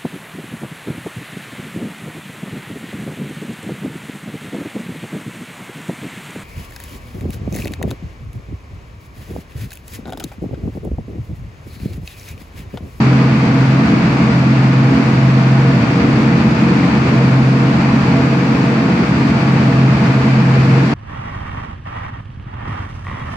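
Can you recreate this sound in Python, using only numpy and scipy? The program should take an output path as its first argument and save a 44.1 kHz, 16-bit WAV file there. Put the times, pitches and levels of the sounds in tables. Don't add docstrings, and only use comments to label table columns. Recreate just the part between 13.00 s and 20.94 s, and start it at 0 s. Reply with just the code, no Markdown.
import sys
import numpy as np
from scipy import signal
from scipy.fft import rfft, irfft
from scipy.io import wavfile
from scipy.ndimage import uniform_filter1d, minimum_filter1d

SR = 44100
rng = np.random.default_rng(int(sys.argv[2]) if len(sys.argv) > 2 else 0)


def persist_wave(psi):
    counts = np.round(np.clip(psi, -1, 1) * 32767).astype(np.int16)
    wavfile.write(sys.argv[1], SR, np.atleast_2d(counts).T)


N = 350154

# time in seconds, firing rate in Hz.
FIRING_RATE = [(0.0, 130.4), (0.3, 132.9), (0.6, 132.2), (0.9, 135.7), (1.2, 134.6), (1.32, 130.2),
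               (1.92, 133.3), (2.4, 130.9), (2.82, 135.6), (3.3, 135.1), (3.9, 136.8), (4.2, 131.6),
               (4.5, 131.6), (4.8, 134.9), (5.1, 133.4), (5.7, 134.8), (6.12, 137.2), (6.72, 132.1),
               (7.02, 133.9), (7.32, 131.7), (7.62, 131.7), (7.92, 134.9)]
# time in seconds, relative level in dB.
BOOM_LEVEL = [(0.0, -11), (0.48, -15.5), (0.72, -12), (0.9, -19), (1.86, -11), (1.98, -19.5), (2.22, -11.5),
              (2.7, -12.1), (2.82, -22), (3.12, -15.8), (3.9, -19), (4.32, -12), (4.74, -15), (6.06, -21.5),
              (6.84, -10.5), (7.02, -15), (7.8, -11), (7.92, -20.5)]
# multiple of the two-turn cycle rate, relative level in dB.
CRANK_ORDERS = [(3, -39.5), (5, -32), (7, -30), (8, -26), (9, -27), (11, -29), (12, -23.5), (13, -32.5),
                (14, -33), (15, -32), (21, -40), (22, -39), (30, -43)]
# time in seconds, relative level in dB.
BURBLE_LEVEL = [(0.0, -13), (0.3, -15), (0.78, -14.5), (0.9, -12.5), (1.5, -14), (1.86, -16), (1.98, -13),
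                (2.64, -16.5), (2.82, -12.5), (4.14, -12.5), (4.38, -16.5), (5.1, -13), (5.34, -16),
                (6.6, -12.5), (6.78, -15.5), (7.02, -13), (7.2, -15), (7.92, -13.5)]
# centre in seconds, relative thud in dB, dip of the firing note in dB.
STUMBLES = [(0.02, -25.5, 4.5), (0.35, -25, 3.5), (0.46, -22.5, 6), (0.87, -22.5, 7.5), (0.94, -23, 4.5),
            (1.06, -22.5, 4), (1.23, -21.5, 7.5), (1.32, -24, 0), (1.96, -22, 3), (2.15, -25.5, 4.5),
            (2.38, -25.5, 1), (2.82, -26.5, 9), (3.02, -20.5, 6.5), (3.19, -28.5, 6), (3.41, -24, 5),
            (3.58, -24.5, 4), (3.7, -22, 0), (3.91, -23, 10.5), (4.08, -22.5, 4.5), (4.44, -26, 1),
            (4.74, -21, 5.5), (4.81, -21, 6), (4.94, -23, 2.5), (5.04, -20.5, 4.5), (5.14, -24.5, -2),
            (5.24, -22, -1), (5.551, -27, 5.5), (5.84, -29.5, 5), (6.03, -27, 9.5), (6.16, -22.5, 0.5),
            (6.3, -22, 5), (6.4, -23, 5), (6.61, -22.5, 7.5), (6.74, -23, 6.5), (6.81, -25, 0),
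            (6.96, -21.5, 2), (7.04, -23.5, 6.5), (7.24, -23, 2.5), (7.33, -28, -1.5), (7.6, -25.5, -0.5)]
# centre in Hz, width in Hz, relative gain in dB.
CELL_MODES = [(49.1, 7.5, -47.5), (58.8, 1.6, -20.5), (68.3, 2.0, -34.5), (75, 1.4, -8), (84, 2.5, -7.5),
              (114.6, 15.2, -12), (121.1, 6.5, 0), (153, 19.7, -10), (161.3, 4.5, -4), (170.7, 4.8, 2.3),
              (181.4, 4.1, 2), (202, 11, -11.5), (208.8, 3.4, -5.5), (214.2, 5.7, 3.9), (226.6, 8.3, -1),
              (260, 16, -12), (268, 10.9, -4), (290, 3.4, -12), (297.4, 7.5, -3), (318.8, 9.6, -9),
              (342, 21, -15.5), (358.5, 14, -14), (395.6, 18.0, -15), (418.5, 12, -18.5), (492, 12, -16.5),
              (487.5, 47, -9), (584, 46, -15), (620, 53, -17), (659.4, 25, -11.5), (724, 31.5, -23.5)]
# peak time in seconds, length in seconds, relative levels of lower and upper tone in dB.
HOWL_SWELLS = [(0.455, .22, -29, -32.5), (0.816, 0.15, -30, -35), (1.24, 0.15, -30.5, -34.5),
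               (1.93, 0.14, -31, -29.5), (2.23, .15, -45, -29), (2.45, 0.098, -39, -29),
               (2.683, 0.12, -27.5, -26), (3.01, .25, -29.5, -36), (3.31, 0.095, -27, -40),
               (3.68, 0.22, -30, -40.5), (4.192, .14, -30.5, -31), (4.658, .26, -30, -30),
               (5.16, 0.3, -28.5, -29), (5.5, 0.28, -32.5, -37), (5.748, 0.3, -27.5, -32),
               (6.73, 0.11, -29.5, -28), (7.17, 0.17, -28, -33.5), (7.811, .2, -27.5, -31.5)]
# frequency in Hz, relative density in dB.
RUSH_SPECTRUM = [(300, -22.5), (620, -3), (810, 0), (1150, -2), (1550, -5), (2000, -6), (2450, -5.5),
                 (3200, -18.5), (4000, -19.5), (4600, -15.5), (5100, -21), (5600, -24.5), (8200, -35.5),
                 (9200, -47.5), (13000, -62)]
# frequency in Hz, relative density in dB.
FAN_SPECTRUM = [(20, -27), (60, -11), (300, 0), (1000, -3.5), (3000, -8), (7000, -21), (9800, -35),
                (11100, -32.5), (11900, -37), (13200, -36.5), (14000, -41), (15700, -37.5)]
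# frequency in Hz, relative level in dB.
FAN_TONES = [(416.5, -37), (586, -43.5), (772, -44), (819, -40.5), (921, -51.5), (1060, -43), (1130, -40.5),
             (1159, -51), (1427, -49), (1476, -43), (2249, -50)]
# frequency in Hz, side gain in dB.
SIDE_GAIN = [(60, -29), (130, -26), (220, -20.5), (330, -12.5), (600, -8.5), (900, -4.5), (1400, 1),
             (2000, -1), (3500, .3), (6000, -.4), (15000, 0)]
# frequency in Hz, left minus right in dB.
BALANCE = [(200, 0), (700, .5), (1500, 1.4), (2700, 1.5), (3400, -.6), (4300, -3.3), (4900, 0), (5500, 2.6),
           (8000, 2.3), (9900, 0), (11000, 2.3), (15000, 4.2)]


def boom(firings, boom_db, lag_rad=0.08):
    offset_rad = np.array([[-lag_rad], [lag_rad]]) / 2
    return np.sqrt(2) * undb(boom_db - 0.43) * np.sin(2 * np.pi * firings + offset_rad)


def crank_lines(firings, drone_db, waver=0.18, waver_hz=4):
    cycle_rad = 2 * np.pi * firings / 6
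    starts_rad = rng.uniform(0, 2 * np.pi, len(CRANK_ORDERS))
    lines = undb(drone_db) * np.sin(10 * cycle_rad + waver * walk(waver_hz))
    for (order, db), start_rad in zip(CRANK_ORDERS, starts_rad):
        gain = undb(db) * (1 + waver * walk(waver_hz))
        lines += gain * np.sin(order * cycle_rad + start_rad + waver * walk(waver_hz))
    return np.sqrt(2) * lines


def burble(firings, thud_db, burble_db, boom_db, decay_firings=0.28, scatter_db=2, rasp_db=-31):
    strength = undb(scatter_db * rng.standard_normal(N))[firings.astype(int)]
    puffs = strength * np.exp(-(firings % 1) / decay_firings) * rng.standard_normal(N)
    duck_db = 0.04 * (boom_db - boom_db.mean())
    bands = [(0, 100, thud_db), (100, 430, burble_db - duck_db), (430, 1000, rasp_db)]
    out = 0
    for low_hz, high_hz, db in bands:
        ring = colour(puffs, mode_gain(low_hz, high_hz))
        rms = np.sqrt(uniform_filter1d(ring ** 2, size=SR // 10))
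        out += undb(db) * ring / rms
    return out


def stumbles(half_length_s=0.028, full_db=-19):
    depth, dip_db = 0, 0
    for centre_s, thud_db, note_dip_db in STUMBLES:
        bell = np.exp(-((times_s() - centre_s) / half_length_s) ** 2)
        depth += undb(thud_db - full_db) * bell
        dip_db += note_dip_db * bell
    return depth, dip_db


def engine_levels():
    rough_db = curve(BURBLE_LEVEL)
    uneven_db = rough_db - rough_db.mean()
    stumble, dip_db = stumbles()
    rumble = undb(-37 + 1.6 * uneven_db + 3 * walk(6.2))
    thud_db = 20 * np.log10(np.hypot(rumble, undb(-22.5) * stumble))
    boom_db = curve(BOOM_LEVEL) + 1 - dip_db + 0.5 * walk(10)
    drone_db = -23.5 + 0.65 * uneven_db + 3.5 * stumble + 2 * walk(8.8)
    burble_db = rough_db - 2 + stumble - 0.54 * walk(20)
    rush_db = -25.5 + 0.39 * uneven_db + 1.2 * stumble
    return boom_db, drone_db, thud_db, burble_db, rush_db


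def howls(tones_hz=(470, 669), rest_db=(-42, -42.5), trim_db=-1, wander_db=2.5, drift_rad=0.65):
    t = times_s()
    power = undb(rest_db)[:, None] ** 2
    for peak_s, length_s, lower_db, upper_db in HOWL_SWELLS:
        bell = np.exp(-(2 * (t - peak_s) / length_s) ** 2)
        power = power + undb([[lower_db], [upper_db]]) ** 2 * bell
    out = 0
    for hz, rms in zip(tones_hz, np.sqrt(power)):
        gain = rms * undb(trim_db + wander_db * walk(15))
        out += gain * np.sin(2 * np.pi * hz * t + drift_rad * walk(6))
    return np.sqrt(2) * out


def rush(firings, rush_db, firing_depth=0.064, turn_depth=0.04, flicker_db=0.5):
    turns = firings / 3
    throb = 1 + firing_depth * np.cos(2 * np.pi * firings) + turn_depth * np.cos(2 * np.pi * turns)
    envelope = throb * undb(rush_db + flicker_db * walk(24))
    noises = [colour(rng.standard_normal(N), contour(RUSH_SPECTRUM) * mode_ripple()) for _ in range(2)]
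    mid, side = (unit_rms(noise) * envelope for noise in noises)
    return stereo(mid, side)


def valve_clatter(firings, rush_db, relative_db=-9, cutoff_hz=2300, steps=2000):
    cycles = firings / 6
    patterns = rng.standard_normal((2, steps))
    rattle = np.array([np.interp(cycles, np.arange(steps) / steps, p, period=1) for p in patterns])
    gain = contour(RUSH_SPECTRUM) / (1 + (bins_hz() / cutoff_hz) ** 2)
    mid, side = unit_rms(colour(rattle, gain)) * undb(rush_db + relative_db)
    return stereo(mid, side)


def fan(air_db=-35, gust_db=0.7, tone_trim_db=-1.4, wander_db=2, drift_rad=0.57):
    air_gain = undb(air_db + gust_db * walk(12))
    mid, side = unit_rms(colour(rng.standard_normal((2, N)), contour(FAN_SPECTRUM))) * air_gain
    tones = 0
    for hz, db in FAN_TONES:
        gain = undb(db + tone_trim_db + wander_db * walk(2.1))
        tones += gain * np.sin(2 * np.pi * hz * times_s() + drift_rad * walk(3.2))
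    return stereo(mid, side) + walls(np.sqrt(2) * tones)


def mode_gain(low_hz, high_hz):
    f = bins_hz()
    power = sum(undb(db) ** 2 / (1 + 5 / 3 * ((f - hz) / width_hz) ** 2) ** 2
                for hz, width_hz, db in CELL_MODES if low_hz <= hz < high_hz)
    return np.sqrt(power)


def mode_ripple(depth_db=1.8, spacing_hz=9, fade_hz=3500):
    f = bins_hz()
    bumps = uniform_filter1d(rng.standard_normal(len(f)), size=int(spacing_hz * N / SR))
    return undb(depth_db * unit_rms(bumps) / (1 + (f / fade_hz) ** 2))


def walls(x, t60_s=0.37):
    tail = rfft(rng.standard_normal(N) * undb(-60 * times_s() / t60_s))
    return stereo(x, irfft(rfft(x) * tail / np.abs(tail), N))


def stereo(mid, side):
    return mid + np.array([[1], [-1]]) * colour(side, contour(SIDE_GAIN))


def colour(x, gain):
    cepstrum = irfft(np.log(gain + 1e-7), N)
    causal_fold = 1 + np.sign(N / 2 - np.arange(N))
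    causal_fold[0] = 1
    return irfft(rfft(x) * np.exp(rfft(cepstrum * causal_fold)), N)


def contour(points):
    hz, db = np.transpose(points)
    return undb(np.interp(np.log(bins_hz()), np.log(hz), db))


def curve(points):
    return np.interp(times_s(), *np.transpose(points))


def walk(rate_hz):
    drift = irfft(rfft(rng.standard_normal(N)) * np.exp(-(bins_hz() / rate_hz) ** 2), N)
    return drift / drift.std()


def times_s():
    return np.arange(N) / SR


def bins_hz():
    return np.maximum(np.fft.rfftfreq(N, 1 / SR), 1)


def undb(db):
    return 10 ** (np.asarray(db) / 20)


def unit_rms(x):
    return x / np.sqrt(np.mean(x ** 2))


def scene():
    firings = np.cumsum(curve(FIRING_RATE)) / SR
    boom_db, drone_db, thud_db, burble_db, rush_db = engine_levels()
    exhaust = crank_lines(firings, drone_db) + burble(firings, thud_db, burble_db, boom_db) + howls()
    mix = boom(firings, boom_db) + walls(exhaust)
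    mix += rush(firings, rush_db) + valve_clatter(firings, rush_db) + fan()
    left_gain = np.sqrt(contour(BALANCE))
    return irfft(rfft(mix) * np.array([left_gain, 1 / left_gain]), N)


def record(dry, ceiling=0.97, knee=16, hold_samples=250, fade_samples=150, cutoff_hz=15650):
    gain = (1 + (np.abs(dry).max(axis=0) / ceiling) ** knee) ** (-1 / knee)
    gain = uniform_filter1d(minimum_filter1d(gain, size=hold_samples), size=hold_samples)
    fade_in = np.minimum(1, np.arange(N) / fade_samples)
    lowpass = signal.ellip(10, 0.1, 80, cutoff_hz, fs=SR, output="sos")
    return signal.sosfilt(lowpass, dry * gain * fade_in * fade_in[::-1])


dry = scene()
out = record(dry)
persist_wave(out)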